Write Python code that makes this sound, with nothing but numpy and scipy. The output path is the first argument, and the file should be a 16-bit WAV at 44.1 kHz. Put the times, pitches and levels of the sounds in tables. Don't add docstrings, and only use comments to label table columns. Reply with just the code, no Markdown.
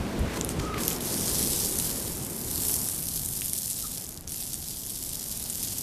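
import sys
import numpy as np
from scipy import signal
from scipy.fft import rfft, irfft, next_fast_len
from scipy.io import wavfile
from scipy.ndimage import uniform_filter1d, map_coordinates

SR = 44100
rng = np.random.default_rng(int(sys.argv[2]) if len(sys.argv) > 2 else 0)


def master_out(mix):
    frames = np.transpose(np.atleast_2d(mix))
    ceiling = np.clip(frames, -1, 1)
    pcm = np.round(ceiling * 32767).astype(np.int16)
    wavfile.write(sys.argv[1], SR, pcm)


N = 256662
TIME = np.arange(N) / SR


def amp(db):
    return 10 ** (np.asarray(db) / 20)


def unit(x):
    return x / np.sqrt(np.mean(x ** 2) + 1e-20)


def curves(rows):
    times, *columns = np.transpose(rows)
    return [np.interp(TIME, times, column) for column in columns]


def wobble(rate):
    knots = rng.standard_normal(int(N * rate / SR) + 4)
    return map_coordinates(knots, [TIME * rate])


def filtered(x, response):
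    size = next_fast_len(N + SR // 4)
    spectrum = rfft(x, size) * response(np.fft.rfftfreq(size, 1 / SR))
    return irfft(spectrum, size)[:N]


def coloured(x, spectrum):
    points_hz, db = np.transpose(spectrum)

    def response(hz):
        return amp(np.interp(np.log(hz + 1), np.log(points_hz + 1), db, left=-120))

    return unit(filtered(x, response))


def noise(spectrum):
    return coloured(rng.standard_normal(N), spectrum)


def swell(s, length):
    return np.exp(-2 * ((TIME - s) / length) ** 2)


def hump(hz, centre_hz, sharp):
    return 1 / (1 + (sharp * np.log2((hz + 1) / centre_hz)) ** 2)


def impacts(rate, spread_db, life, clump_db):
    start = np.flatnonzero(rng.random(N) < rate / SR)
    count = len(start)
    age = np.arange(64)
    lives = life * np.exp(.5 * rng.standard_normal((count, 1)))
    burst = rng.standard_normal((count, len(age))) * np.exp(-age / SR / lives)
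    burst /= np.linalg.norm(burst, axis=1, keepdims=True)
    size = amp(spread_db * np.minimum(rng.standard_normal((count, 1)), 2))
    places = start[:, None] + age
    train = np.bincount(places.ravel(), (size * burst).ravel(), N)[:N]
    return unit(train / np.sqrt(rate) * amp(clump_db * wobble(90)))


ENTER_S, ENTER_LENGTH_S = 1.98, 1.0


def under_roof():
    return np.clip((TIME - ENTER_S) / ENTER_LENGTH_S, 0, 1)


# (time [s], level [dB])
WIND = [(0.0, -34), (0.6, -32.5), (1.05, -35.5), (1.4, -33.5), (1.7, -37.5), (2.7, -39.5), (3.1, -43.5),
        (3.9, -46), (4.8, -46.5), (5.82, -43)]
# (frequency [Hz], relative level [dB])
BUFFET = [(12, -34), (20, -8.5), (59, -8), (130, -14.5), (170, -20), (290, -120)]
ROAR = [(53, -0.5), (90, -1.5), (220, 1.5), (290, -1.5), (422, -3), (520, -7.5), (690, -17.5), (800, -25.5),
        (1040, -24), (1760, -120)]
LEE = [(41, -27), (70, 0.5), (123, -1.5), (146, 0.5), (254, -3), (291, -5.5), (613, -17.5), (741, -16.5),
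       (856, -25.5), (1000, -39), (1300, -55), (2200, -120)]
WASH = [(300, -7), (550, 0.5), (800, 3), (1300, -2.5), (2000, -5), (4000, -10), (9000, -16), (14000, -20)]
ROAR_DB, BUFFET_DB, WASH_DB = 0, -7, -9
BUFFET_GROWS, WASH_GROWS = 0.4, 1.23


def seaside():
    strength_db, = curves(WIND)
    swing_db = strength_db - strength_db.mean()
    buffet = amp(BUFFET_DB + BUFFET_GROWS * swing_db + 1.4 * wobble(9)) * noise(BUFFET)
    shelter = under_roof()
    wind = np.sqrt(1 - shelter) * noise(ROAR) + np.sqrt(shelter) * noise(LEE)
    roar = amp(ROAR_DB + swing_db + 0.43 * wobble(8.5)) * wind
    wash = amp(WASH_DB + WASH_GROWS * swing_db + 0.94 * wobble(4.05)) * noise(WASH)
    return amp(strength_db.mean()) * (buffet + roar + wash)


# (time [s], length [s], level [dB], centre [Hz])
THUMPS = [(0.008, 0.03, -25.5, 60), (0.216, 0.081, -29, 67), (0.498, 0.056, -38, 60),
          (0.603, 0.046, -33.5, 70), (2.828, 0.06, -40.5, 159), (3.19, 0.15, -43, 59)]
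# (time [s], length [s], level [dB], centre [Hz])
SCUFFS = [(0.194, 0.0079, -43, 8500), (0.316, 0.084, -40.5, 1720), (0.376, 0.018, -39, 990),
          (0.38, 0.071, -44, 7840), (0.51, 0.026, -37.5, 7360), (0.599, 0.0061, -37, 2330),
          (0.63, 0.084, -45, 5970), (0.744, 0.0043, -34, 1750), (0.783, 0.037, -36.5, 2000),
          (0.914, 0.011, -35, 3300)]


def steps():
    out = np.zeros(N)
    for s, length, db, centre_hz in THUMPS:
        jolt = filtered(rng.standard_normal(N), lambda hz: hump(hz, centre_hz, 0.97) / (1 + (hz / 280) ** 4))
        out += amp(db) * swell(s, length) * unit(jolt)
    grit = impacts(rate=6000, spread_db=5, life=.0002, clump_db=1)
    for s, length, db, centre_hz in SCUFFS:
        scuff = filtered(grit, lambda hz: hump(hz, centre_hz, 1.28))
        out += amp(db) * swell(s, length) * unit(scuff)
    return out


# (start [s], attack [s], hold [s], release [s],
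# turning pitch [Hz], droop [Hz/s], level [dB], roughness of pitch [0-1])
TONES = [(0.01, 0.11, 0.15, 0.05, 653, -1, -46, 0), (0.53, 0.15, 0.074, 0.13, 1284, 800.5, -38.5, 0.03),
         (1.0, 0.01, 0.14, 0.12, 11300, 4, -44, 0.022)]
FLUTTER_DB = 1.2


def whistle(start, attack, hold, release, top_hz, droop, db, rough):
    corners = start + np.cumsum([0, attack, hold, release])
    envelope = np.interp(TIME, corners, [0, 1, 1, 0]) ** 2
    hz = top_hz - droop * np.abs(TIME - start - attack)
    phase = 2 * np.pi * np.cumsum(hz * (1 + rough * wobble(250))) / SR
    return envelope * amp(db + FLUTTER_DB * wobble(89.2)) * np.sqrt(2) * np.sin(phase)


BLIP_S, BLIP_LENGTH_S, BLIP_DB, BLIP_HZ = 3.849, 0.019, -47, 1256


def blip():
    tone = filtered(rng.standard_normal(N), lambda hz: 1 / (1 + ((hz - BLIP_HZ) / 110) ** 4))
    return amp(BLIP_DB) * swell(BLIP_S, BLIP_LENGTH_S) * unit(tone)


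# (time [s], crack level [dB], crack centre [Hz], snap rms level [dB], clack rms level [dB])
TICKS = [(0.4107, -11, 6700, -35, -32), (0.4468, -10.5, 10400, -44, -37), (0.4901, -12, 8550, -37, -34.5),
         (0.8797, -2.5, 12100, -24, -35.5), (1.0066, -20, 11000, -54, -37), (1.7875, -9, 9390, -28.5, -40),
         (1.7982, -9, 10400, -34, -30), (2.6948, -11, 11420, -40, -41), (2.7402, -10, 10000, -31, -52),
         (2.8863, -9, 9640, -37, -49), (3.4181, -19, 9110, -36, -32.5), (3.5327, -7, 10180, -48, -49),
         (4.0652, -25, 7710, -41, -55), (4.124, -25, 9720, -41, -53), (4.276, -23.5, 5960, -39, -56),
         (4.32, -16, 9100, -35, -47), (4.343, -16, 10800, -34, -50), (4.5417, -11, 8770, -39, -56),
         (4.8633, -18, 10740, -38, -52), (5.4988, -11.5, 8920, -41, -48)]
SNAP_HZ, CLACK_HZ = 6720, 3350
CRACK_S, SNAP_S, CLACK_S = 0.0001, 0.00024, 0.00016


def ticks():
    out = np.zeros(N + SR)
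    t = np.arange(SR // 300) / SR

    def ring(hz, life):
        return np.sin(2 * np.pi * hz * t) * t / life * np.exp(1 - t / life)

    for s, db, hz, snap_db, clack_db in TICKS:
        spatter = .17 * rng.standard_normal(len(t)) * np.exp(-t / .001)
        crack = ring(hz, CRACK_S) + spatter
        snap = unit(ring(SNAP_HZ * np.exp(rng.normal(0, .06)), SNAP_S))
        clack = unit(ring(CLACK_HZ * np.exp(rng.normal(0, 0.13)), CLACK_S))
        first = round((s + .001) * SR)
        out[first:][:len(t)] += amp(db) * crack + amp(snap_db) * snap + amp(clack_db) * clack
    return filtered(out[:N], lambda hz: (hz / np.hypot(hz, 1100)) ** 2)


# (opens [s], depth [0-1], rise time [s], shut [s],
# length of the sag before it shuts [s])
PRESSES = [(0.778, 0.72, 0.095, 1.01, 0.1), (1.003, 0.8, 0.093, 4.32, 0.48), (4.272, 1, 0.028, 7.5, 0.4)]
KICK, LEAK = 0.32, 0.08
CHOKE_S, CHOKE_DB = 0.02, -9


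def valve():
    flow, pressure = np.zeros(N), np.ones(N)
    for opens, depth, rise, shut, sag in PRESSES:
        pressed = TIME >= opens
        filling = 1 - (1 - KICK) * np.exp(-np.maximum(TIME - opens, 0) / rise)
        pressure = np.where(pressed, np.clip((shut - TIME) / sag, LEAK, 1), pressure)
        choked = flow * amp(CHOKE_DB * swell(opens, CHOKE_S))
        flow = np.where(pressed, depth * filling * pressure, choked)
    return np.clip(flow, 0, 1), pressure


def patchy(x, depth_db):
    z = signal.stft(x, nperseg=512)[2]
    field = uniform_filter1d(rng.standard_normal(z.shape), size=7, axis=0)
    field = uniform_filter1d(field, size=9, axis=1)
    return signal.istft(z * amp(depth_db * unit(field)), nperseg=512)[1][:N]


# (time [s], fine fizz level [dB], splatter level [dB])
SPRAY = [(1.15, -28.5, -36), (1.57, -26, -35.3), (1.95, -31, -41), (2.18, -35.5, -46.5), (2.38, -34.5, -48),
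         (2.52, -31, -41), (2.7, -24.5, -39), (2.96, -31, -43), (3.65, -30, -41.5), (4.6, -37, -46),
         (5.82, -34, -42)]
# (frequency [Hz], relative level [dB])
SPLASH = [(880, -52), (1500, -24), (2400, -18.5), (3200, -10.5), (4100, -8.5), (5000, -4.5), (6450, -3),
          (8000, -0.5), (10000, 1), (12300, 0.5), (14000, -3)]
DROPS_PER_S = 1050
DROPS_FAR_DB, DROPS_NEAR_DB, DRIBBLE_DB = -0.5, 3.5, 12
FIZZ_POWER, SPLATTER_POWER = 0.88, 0.75
SPLATTER_FLUTTER_DB, SPLATTER_FLUTTER_PER_S = 1.0, 30


def shower():
    fizz_db, splatter_db = curves(SPRAY)
    splatter_db = splatter_db + SPLATTER_FLUTTER_DB * wobble(SPLATTER_FLUTTER_PER_S)
    flow, pressure = valve()
    nearness_db = (DROPS_NEAR_DB - DROPS_FAR_DB) * under_roof()
    drops_gain = amp(DROPS_FAR_DB + nearness_db + DRIBBLE_DB * (1 - pressure))
    drops = impacts(rate=DROPS_PER_S * pressure ** 0.8, spread_db=6.5, life=0.00019, clump_db=-1.0)
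    recent_power = signal.lfilter([1], [1, -np.exp(-1 / (.002 * SR))], drops ** 2)
    thrown = unit(np.sqrt(recent_power))
    mist = unit(rng.standard_normal(N) * (1 + 0.19 * thrown))
    mix = (drops_gain * drops + mist) / np.hypot(1, drops_gain)
    water = coloured(patchy(mix, depth_db=1.0), SPLASH) * amp(0.43 * wobble(28))
    fizz = filtered(water, lambda hz: 1 - 1 / (1 + (hz / 6500) ** 6))
    splatter = water - fizz
    fizz_gain = flow ** FIZZ_POWER * amp(fizz_db)
    splatter_gain = flow ** SPLATTER_POWER * amp(splatter_db)
    return fizz_gain * unit(fizz) + splatter_gain * unit(splatter)


def pavilion(x, t60):
    t = np.arange(SR // 2) / SR
    tail = rng.standard_normal(len(t)) * amp(-60 * t / t60) * (t > .006)
    return signal.fftconvolve(x, tail / np.linalg.norm(tail))[:N]


def scene():
    near = shower() + ticks() + blip() + sum(whistle(*tone) for tone in TONES)
    echo = amp(-10.5) * pavilion(near, t60=0.47)
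    return (near + echo + steps() + seaside())[None]


TOP_HZ = 14100


def record(dry):
    return filtered(dry[0], lambda hz: 1 / np.hypot(1, (hz / TOP_HZ) ** 160))[None]


dry = scene()
out = record(dry)
master_out(out)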